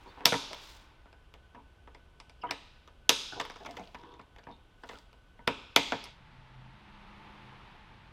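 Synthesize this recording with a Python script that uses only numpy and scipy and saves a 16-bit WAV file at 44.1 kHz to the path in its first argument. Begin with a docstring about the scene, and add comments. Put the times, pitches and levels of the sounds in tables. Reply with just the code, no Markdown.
"""Scissors cut the tails off nylon zip ties on a plastic bumper in a garage workshop, heard close on one
microphone. Each tie parts with a hard snap: noise bursts ring resonances of blades and panel, and decaying
noise is the room. Between cuts, lighter bursts make taps, irregular pulses make rubs, thin tones squeak or ring
and tiny ticks scuff. A sleeve brushes, and shaped noise with faint narrow lines makes the room tone; a soft
airy rush passes early on. Near the end, heard from across the shop, the handling is gone and a low hum and the
airy rush take over."""
import sys
import numpy as np
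from scipy import signal
from scipy.fft import rfft, irfft
from scipy.io import wavfile
from scipy.ndimage import uniform_filter1d

SR = 44100
rng = np.random.default_rng(int(sys.argv[2]) if len(sys.argv) > 2 else 0)


def output_pcm(signal):
    """Save a mono or channel-first signal as 16-bit PCM at the path in sys.argv[1].

    Samples are clipped to [-1, 1] before scaling.
    """
    pcm = np.clip(np.atleast_2d(signal).T, -1, 1) * 32767
    wavfile.write(sys.argv[1], SR, np.round(pcm).astype(np.int16))


N = 358091
TIME = np.arange(N) / SR   # [s]

# ties parting: (time [s], length of the tear [s], local ring [Hz], level before register balance [dB],
# hardness as treble over bass [dB], extra thud of the panel [dB])
TIE_SNIPS = [(0.2558, 0.0015, 5500, -21.5, 11, 3.5), (2.5089, 0.0045, 2880, -35, -9, -4),
             (3.093, 0.0018, 3850, -21, 8, 2.5), (5.4748, 0.004, 2570, -27.5, -16, -0.5),
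             (5.7616, 0.0044, 2140, -19.5, -3, 1)]
# blades, tie ends and knuckles touching the panel: (time [s], length of the contact [s], local ring [Hz],
# level before register balance [dB], hardness as treble over bass [dB])
PANEL_TAPS = [(0.2062, 0.0015, 900, -53, -8.5), (0.2527, 0.002, 2960, -41, 15),
              (0.2642, 0.0037, 3500, -31.5, 15), (0.3223, 0.0026, 1410, -32, -8.5),
              (0.329, 0.004, 970, -35, -3), (0.3396, 0.0034, 960, -33.5, 6),
              (0.531, 0.0023, 3260, -43.5, 18.5), (0.545, 0.002, 3200, -51, 20),
              (1.0567, 0.0021, 1345, -63, -10), (1.1279, 0.002, 1560, -61, 5.5),
              (1.3391, 0.002, 2830, -55.5, 13), (1.5456, 0.014, 520, -57, -11),
              (1.874, 0.0018, 1200, -57.5, -7), (1.9466, 0.004, 2080, -55.5, 5),
              (2.2006, 0.003, 1050, -52, 18), (2.296, 0.003, 2280, -58, 16),
              (2.876, 0.0017, 1222, -56.5, 9), (3.3979, 0.01, 1190, -33.5, 12.5),
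              (3.41, 0.0082, 1180, -41, 15), (3.4513, 0.0018, 3060, -45, 11),
              (3.4982, 0.0061, 1100, -47, 6), (3.5583, 0.01, 1350, -52, 4), (3.649, 0.0074, 875, -50.5, -1),
              (3.659, 0.012, 845, -44, 9), (3.7095, 0.0015, 880, -55, 25), (3.7681, 0.0135, 2520, -45, 10),
              (3.9447, 0.015, 970, -47.5, -1), (4.0356, 0.002, 982, -58.5, -10.5),
              (4.193, 0.016, 1057, -54, -9), (4.3622, 0.002, 2510, -59, 6), (4.3839, 0.008, 1640, -57, 5.5),
              (4.4682, 0.011, 820, -54.5, -17), (4.8345, 0.013, 1430, -49.5, -2),
              (4.8894, 0.016, 2040, -45.5, 10), (4.9087, 0.007, 1000, -53, -1),
              (4.932, 0.0051, 2200, -55, 0), (4.986, 0.0016, 4700, -63, 32.5),
              (5.1294, 0.0018, 2900, -62.5, 10), (5.3912, 0.003, 935, -61, -18.5),
              (5.921, 0.0031, 1560, -31.5, -3), (6.0403, 0.0024, 1060, -52, 34),
              (6.055, 0.0021, 1020, -52, 11)]
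# limits of the thud, knock, clack, crack and edge registers: (frequency [Hz])
REGISTER_EDGES_HZ = [80, 400, 1150, 2900, 6500, 16000]
# balance of the five registers in a snip: (level [dB])
SNIP_REGISTERS_DB = [-12, -5.5, 0, 3, -9.5]
# balance of the five registers in a tap: (level [dB])
TAP_REGISTERS_DB = [-5.5, 0.5, 0, -8.5, -22.5]
# part of the hardness that each register takes: (share [dB per dB])
HARDNESS_SHARES = [-0.5, -.25, -0.12, .35, .55]
# resonances of the bumper panel: (frequency [Hz], width [Hz], nominal gain [dB])
PANEL_MODES = [(145, 100, -9.5), (262, 48, 1.5), (442, 150, -0.5), (640, 190, -1.5), (915, 150, 2),
               (1374, 230, -4.5), (1620, 280, -8)]
# resonances of the blades and the taut tie: (frequency [Hz], width [Hz], nominal gain [dB])
BLADE_MODES = [(2180, 260, -3.5), (2595, 420, -3.5), (3500, 480, 0.5), (4950, 670, -0.5), (5950, 940, -6),
               (7500, 1600, -11), (10200, 6900, -19.5), (13400, 2700, -19.5)]
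# nylon and skin dragging on the plastic: (time [s], length [s], squeak [Hz], level before the mix [dB])
PLASTIC_RUBS = [(0.052, 0.037, 945, -53.5), (0.147, 0.13, 860, -55), (0.504, 0.016, 600, -46.5),
                (1.55, 0.05, 926, -56.5), (2.427, 0.02, 970, -44.5), (2.449, 0.07, 1000, -51.5),
                (3.316, 0.02, 1460, -43), (3.353, 0.033, 775, -45.5), (3.597, 0.033, 720, -52.5),
                (3.658, 0.047, 650, -49), (3.722, 0.038, 970, -55.5), (3.778, 0.0413, 786, -47.5),
                (3.956, 0.25, 945, -59), (4.476, 0.043, 840, -52.5), (4.928, 0.04, 1404, -57)]
# blades squeaking as they slide, or ringing thinly on one pitch: (time [s], length [s], start [Hz], end [Hz],
# level before the mix [dB])
BLADE_TONES = [(0.038, .14, 3650, 3560, -66.5), (0.064, 0.06, 4463, 4516, -64.5),
               (2.411, 0.02, 5380, 4600, -59), (2.412, .03, 3270, 2205, -51.5),
               (2.432, 0.028, 2140, 2340, -52), (2.433, 0.021, 970, 1000, -31.5),
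               (2.464, 0.016, 3090, 2950, -51.5), (2.486, 0.016, 3050, 3080, -48),
               (2.487, .019, 1535, 1693, -44), (4.493, 0.08, 3678, 3680, -63)]
# blades and tie fidgeting against the panel: (start [s], end [s], level before tick size and mix [dB])
PANEL_FIDGETS = [(0.039, 0.246, -64.5), (1.862, 2.0, -68.5), (3.328, 3.902, -51.5), (3.941, 4.239, -58.5),
                 (4.339, 4.566, -59), (4.86, 4.998, -54)]
# sleeve brushing as the arm moves: (middle [s], half-length [s], level before the grain [dB])
SLEEVE_MOVES = [(0.03, .25, -71.5), (0.68, .14, -58), (3.75, .25, -69), (4.93, 0.097, -66)]
# colour of the cloth: (frequency [Hz], relative level per Hz [dB])
CLOTH_COLOUR = [(1500, -3), (4000, 2.5), (7000, -5.5), (11000, -15.5), (16000, -15.5)]
# garage reverberation: (frequency [Hz], late t60 [s], late level [dB], early reflections [dB])
GARAGE_BANDS = [(99, 1, -5, 6), (270, 0.34, -11, -5), (540, 0.74, -13, 2.5), (970, 0.57, -8.5, -1),
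                (1640, 0.99, -17.5, -5.5), (2630, 0.89, -10, -5.5), (3700, 0.91, -8.5, -8),
                (5500, .9, -15, -15), (7900, 0.52, -9, -12), (14000, 0.65, -23.5, -16.5)]
# colour of the room tone beside the bumper: (frequency [Hz], relative level per Hz [dB])
NEAR_COLOUR = [(12, -32), (20, -5), (62, -5.5), (90, -12), (200, -22), (500, -25.5), (900, -28),
               (1300, -29.5), (1900, -35.5), (3100, -32), (4200, -41.5), (7000, -50), (11500, -53.5),
               (16000, -67)]
# thin whines beside the bumper: (frequency [Hz], width [Hz], level [dB])
WHINE_LINES = [(1020, 20, -84), (1500, 36, -73.5), (2751, 60, -89.5), (3005, 60, -90.5)]
# colour of the room tone across the shop: (frequency [Hz], relative level per Hz [dB])
FAR_COLOUR = [(12, -30), (20, -1.5), (43, -1.5), (86, -10), (150, -9), (300, -20), (430, -25.5), (700, -22),
              (900, -20), (1300, -20.5), (2500, -24.5), (3630, -28.5), (7000, -48.5), (11500, -55),
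              (16000, -75)]
# swells of the lower hum tone above its steady gain: (middle [s], half-length [s], gain [dB])
LOWER_HUM_SWELLS = [(6.65, 0.19, -62), (7.58, .22, -63.5)]
# swells of the upper hum tone above its steady gain: (middle [s], half-length [s], gain [dB])
UPPER_HUM_SWELLS = [(7.2, 0.33, -62.5)]
# soft airy rush swelling and fading: (middle [s], half-length [s], level [dB])
AIR_RUSH = [(0.4, 0.5, -56.5), (7.37, 0.64, -56)]
# colour of the rush: (frequency [Hz], relative level per Hz [dB])
AIR_RUSH_COLOUR = [(180, -37.5), (300, -3.5), (469, -11), (659, -12.5), (870, -1.5), (1640, -10.5),
                   (2520, -11), (3660, -16), (7320, -42), (12000, -43.5), (15600, -84), (22000, -120)]

FAR_FROM_S = 6.14   # middle of the fade to the far position


def snips(bite_db=-21, bite_lead_s=0.0019):
    """The blades bite into the nylon just before the tie lets go."""
    out = np.zeros((2, N))   # direct sound, sound spread into the room
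    for s, tear_s, hz, db, hardness_db, thud_db in TIE_SNIPS:
        levels_db = register_levels(SNIP_REGISTERS_DB, db, hardness_db)
        levels_db[0] += thud_db
        bite = contact(tear_s, hz, levels_db, rattle_db=-16.5, rattle_t60=0.017, spread_db=2.0, ring_db=-3.5)
        add(out[0], s - bite_lead_s, from_db(bite_db) * bite[0])
        snap = contact(tear_s, hz, levels_db, rattle_db=-9, rattle_t60=0.15, spread_db=3.5, ring_db=-5.0)
        add(out, s, snap)
    return out


def contact(length, ring_hz, levels_db, rattle_db, rattle_t60, spread_db, ring_db):
    """A burst of slips and a rattle drive the body; gives the direct sound and that spread into the room."""
    t = TIME[:4096]
    slips = flat_burst(np.exp(-(t / length) ** 2))
    rattle = flat_burst(from_db(-60 * t / rattle_t60))
    direct = body(slips + from_db(rattle_db) * rattle, 0.015, spread_db)
    # summed over all directions, the slips act as one clean release
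    spread = body(signal.unit_impulse(len(t)), 0.034, spread_db / 2)
    sounds = []
    for ring in (direct, spread):
        # each spot favours one resonance of its own
        local_ring = resonate(ring, ring_hz, ring_hz / 10)
        sounds.append(in_registers(ring + from_db(ring_db) * local_ring, levels_db))
    return np.stack(sounds)


def flat_burst(envelope):
    """Irregular micro-slips under an envelope, with no colour of their own; energy 1."""
    burst = rng.standard_normal(len(envelope)) ** 3 * envelope
    for _ in range(4):   # flatten the spectrum, then shape in time again
        flat = irfft(np.exp(1j * np.angle(rfft(burst))), len(envelope))
        burst = flat * np.sqrt(envelope)
    return unit_energy(burst)


def body(force, detune, spread_db):
    """Panel and blades ring; each point of contact weights and shifts the modes a little."""
    modes = PANEL_MODES + BLADE_MODES
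    chance = rng.standard_normal((len(modes), 2))
    out = 0
    for k, ((hz, width, db), (shift, size)) in enumerate(zip(modes, chance)):
        gain = (-1) ** k * from_db(db + spread_db * size)   # neighbouring modes alternate in sign
        out = out + gain * resonate(force, hz * (1 + detune * shift), width)
    return out


def register_levels(balance_db, db, hardness_db):
    """A harder contact gains treble and loses bass."""
    return db + np.array(balance_db) + hardness_db * np.array(HARDNESS_SHARES)


def in_registers(ring, levels_db):
    """Place and hardness of a contact tilt the spectrum smoothly; levels are rms over 10 ms."""
    spectrum = rfft(ring)
    hz = np.arange(len(ring) // 2 + 1) * SR / len(ring)
    centres = np.sqrt(np.multiply(REGISTER_EDGES_HZ[:-1], REGISTER_EDGES_HZ[1:]))
    starts = np.searchsorted(hz, REGISTER_EDGES_HZ)
    log_gain = np.zeros(len(hz))
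    for _ in range(3):   # neighbouring registers overlap, so approach the levels in rounds
        power = abs(spectrum * np.exp(log_gain)) ** 2
        energy = np.add.reduceat(power, starts)[:-1]
        rms = np.sqrt(2 * energy / len(ring) / (SR / 100))
        log_gain += np.interp(np.log(hz + 1), np.log(centres), np.log(from_db(levels_db) / rms))
    # minimum phase: all registers start together and nothing sounds early
    mirrored = np.r_[log_gain, log_gain[-2:0:-1]]
    causal = np.conj(signal.hilbert(mirrored))[:len(hz)]
    return irfft(spectrum * np.exp(causal))


def taps(soft_hz=12000):
    """Light, uneven touches make the panel and blades ring, with the top softened."""
    out = np.zeros((2, N))   # direct sound, sound spread into the room
    for s, length, hz, db, hardness_db in PANEL_TAPS:
        levels_db = register_levels(TAP_REGISTERS_DB, db, hardness_db)
        touch = contact(length, hz, levels_db, rattle_db=-4.0, rattle_t60=0.091, spread_db=3.5, ring_db=4.5)
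        add(out, s, touch)
    return signal.lfilter(*signal.butter(1, soft_hz, fs=SR), out)


def rubs(slips_per_s=600, squeak_width_hz=260, scrape_db=-6.0, thud_db=0.5, dull_hz=2000):
    """Stick-slip pulses swell and fade, driving a squeak resonance and the body."""
    out = np.zeros(N)
    thud_low, thud_high, _, scrape_high = REGISTER_EDGES_HZ[:4]
    for s, length, hz, db in PLASTIC_RUBS:
        count = int(length * SR)
        slips = (rng.random(count) < slips_per_s / SR) * rng.uniform(0.29, 1, count)
        force = np.pad(slips * signal.windows.tukey(count, 0.5), (0, SR // 20))   # room to ring out
        panel = body(force, detune=0.12, spread_db=7.5)
        panel = signal.lfilter(*signal.butter(3, dull_hz, fs=SR), panel)
        squeak = unit_energy(resonate(resonate(force, hz, squeak_width_hz), hz, squeak_width_hz))
        scrape = from_db(scrape_db) * unit_energy(band(panel, thud_high, scrape_high))
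        thud = from_db(thud_db) * unit_energy(band(panel, thud_low, thud_high))
        add(out, s, np.sqrt(count) * from_db(db) * (squeak + scrape + thud))
    return out


def blade_tones(waver=0.016):
    """Steel slides on steel or nylon, or a blade rings thinly: a short, unsteady tone that glides or holds its
    pitch."""
    out = np.zeros(N)
    for s, length, start_hz, end_hz, db in BLADE_TONES:
        count = int(length * SR)
        drift = uniform_filter1d(rng.standard_normal((2, count)), size=40)
        pitch, grip = rms_one(uniform_filter1d(drift, size=40))
        hz = np.linspace(start_hz, end_hz, count) * (1 + waver * pitch)
        tone = np.sin(2 * np.pi * np.cumsum(hz) / SR)
        add(out, s, from_db(db) * rms_one(tone * (1 + 0.5 * grip) * np.hanning(count)))
    return out


def fidgets(ticks_per_s=55, size_spread_db=5, scuff_t60_s=0.013, low_hz=450, high_hz=3800):
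    """Tiny ticks at chance moments, each dragging a little on another spot of the body."""
    out, t = np.zeros(N), TIME[:SR // 30]
    for start, end, db in PANEL_FIDGETS:
        count = max(int((end - start) * ticks_per_s), 1)
        for when, size in rng.random((count, 2)):
            scuff = rng.standard_normal(len(t)) * from_db(-60 * t / scuff_t60_s)
            tick = band(body(scuff, detune=0.066, spread_db=5.0), low_hz, high_hz)
            size_db = size_spread_db * (2 * size - 3.0)   # one to three spreads below the row's level
            gain = from_db(db + size_db) * np.sqrt(SR / ticks_per_s)
            add(out, start + when * (end - start), gain * unit_energy(tick))
    return out


def sleeve(grain_db=2.0):
    """Cloth fibres catch in small clumps, so coloured noise flickers in level."""
    clumps = rms_one(uniform_filter1d(rng.standard_normal(N), size=300))
    return swells(SLEEVE_MOVES) * from_db(grain_db * clumps) * noise(CLOTH_COLOUR)


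def garage(x, first_echo_s=0.0037, build_up_s=0.016, early_t60_s=0.13):
    """Near surfaces answer at once; the hard-walled room builds up a longer tail, band by band."""
    t = TIME[:SR * 3 // 2]
    edges = np.geomspace(60, 17000, 21)   # [Hz]
    white = rng.standard_normal((2, 2, len(t)))
    response = 0
    for k, (low, high) in enumerate(zip(edges, edges[1:])):
        t60, late_db, early_db = at_hz(GARAGE_BANDS, np.sqrt(low * high))
        late, early = band(white[k % 2] * (t > first_echo_s), low, high)
        late = unit_energy(late * from_db(-60 * t / t60) * (1 - np.exp(-t / build_up_s)))
        early = unit_energy(early * from_db(-60 * t / early_t60_s))
        both = from_db(late_db) * late + from_db(early_db) * early
        response = response + np.sqrt(2 * (high - low) / SR) * both
    return signal.fftconvolve(x, response)[:N]


def room_tone(near_db=-59, far_db=-56, drone_hz=883, drone_db=-68):
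    """Rumble and whine beside the bumper, then hum, drone and air across the shop; the rush lies over both."""
    near = from_db(near_db) * noise(NEAR_COLOUR)
    for hz, width, db in WHINE_LINES:
        near = near + from_db(db) * narrow_tone(hz, width)
    far = from_db(far_db) * noise(FAR_COLOUR) + hum() + from_db(drone_db) * narrow_tone(drone_hz, 76)
    across = across_shop()
    rush = swells(AIR_RUSH) * noise(AIR_RUSH_COLOUR)
    return np.sqrt(1 - across) * near + np.sqrt(across) * far + rush


def hum(lower_hz=127.5, upper_hz=204.2, lower_steady_db=-71, upper_steady_db=-75):
    """Two low tones, each a steady sine with a wavering line on it, swell above a constant gain."""
    lower = np.sqrt(2) * np.sin(2 * np.pi * lower_hz * TIME) + 0.77 * narrow_tone(lower_hz, 6.1)
    upper = np.sqrt(2) * np.sin(2 * np.pi * upper_hz * TIME) + 0.41 * narrow_tone(upper_hz, 27)
    lower_gain = from_db(lower_steady_db) + swells(LOWER_HUM_SWELLS)
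    upper_gain = from_db(upper_steady_db) + swells(UPPER_HUM_SWELLS)
    return lower_gain * lower + upper_gain * upper


def across_shop():
    """0 while the microphone is beside the bumper, 1 once it is across the shop; the fade takes 1/8 s."""
    return np.clip((TIME - FAR_FROM_S) * 8 + 0.5, 0, 1)


def swells(rows):
    """Gain of movements that rise and fall in a bell shape."""
    return sum(from_db(db) * np.exp(-((TIME - s) / half_length) ** 2) for s, half_length, db in rows)


def noise(spectrum):
    """Steady noise of a given colour, rms 1."""
    gain = from_db(at_hz(spectrum, np.arange(N // 2 + 1) * SR / N)[0])
    return rms_one(irfft(rfft(rng.standard_normal(N)) * gain, N))


def narrow_tone(hz, width):
    """A wavering line: noise twice through one resonance, rms 1."""
    return rms_one(resonate(resonate(rng.standard_normal(N), hz, width), hz, width))


def resonate(x, hz, width):
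    """Two-pole resonance with gain 1 on top."""
    r = np.exp(-np.pi * width / SR)
    zeros = np.array([1, 0, -1]) * (1 - r * r) / 2
    poles = [1, -2 * r * np.cos(2 * np.pi * hz / SR), r * r]
    return signal.lfilter(zeros, poles, x)


def band(x, low, high):
    """Band-pass between two frequencies in Hz."""
    return signal.sosfilt(signal.butter(2, [low, high], "band", fs=SR, output="sos"), x)


def at_hz(points, hz):
    """Columns of a spectrum, read on a log-frequency axis."""
    f, *columns = np.transpose(points)
    return [np.interp(np.log(hz + 1e-3), np.log(f), c) for c in columns]


def from_db(db):
    """Amplitude factor of a level in dB."""
    return 10 ** (np.asarray(db) / 20)


def rms_one(x):
    """Scale to rms 1."""
    return x / np.sqrt(np.mean(x ** 2) + 1e-20)


def unit_energy(x):
    """Scale to a sum of squares of 1."""
    return x / np.sqrt(np.sum(x ** 2) + 1e-20)


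def add(track, s, sound):
    """Mix a sound in at a given time in seconds."""
    at = round(s * SR)
    track[..., at:at + sound.shape[-1]] += sound[..., :max(N - at, 0)]


def scene():
    """One microphone, the same in both channels; the work fades out as the position moves across the shop."""
    cut_direct, cut_spread = snips()
    tap_direct, tap_spread = taps()
    sliding = from_db(-2.5) * rubs() + from_db(-5.5) * blade_tones() + from_db(-1.5) * fidgets()
    room = garage(cut_spread + tap_spread + sliding)
    work = cut_direct + tap_direct + sliding + room + sleeve()
    mono = (1 - across_shop()) * work + room_tone()
    return np.stack([mono, mono])


def record(dry, top=0.92, cutoff_hz=16500):
    """The tallest peaks are rounded off, then the top of the treble is cut steeply."""
    rounded = top * np.tanh(dry / top)
    return signal.sosfilt(signal.ellip(10, 0.1, 80, cutoff_hz, fs=SR, output="sos"), rounded)


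dry = scene()
out = record(dry)
output_pcm(out)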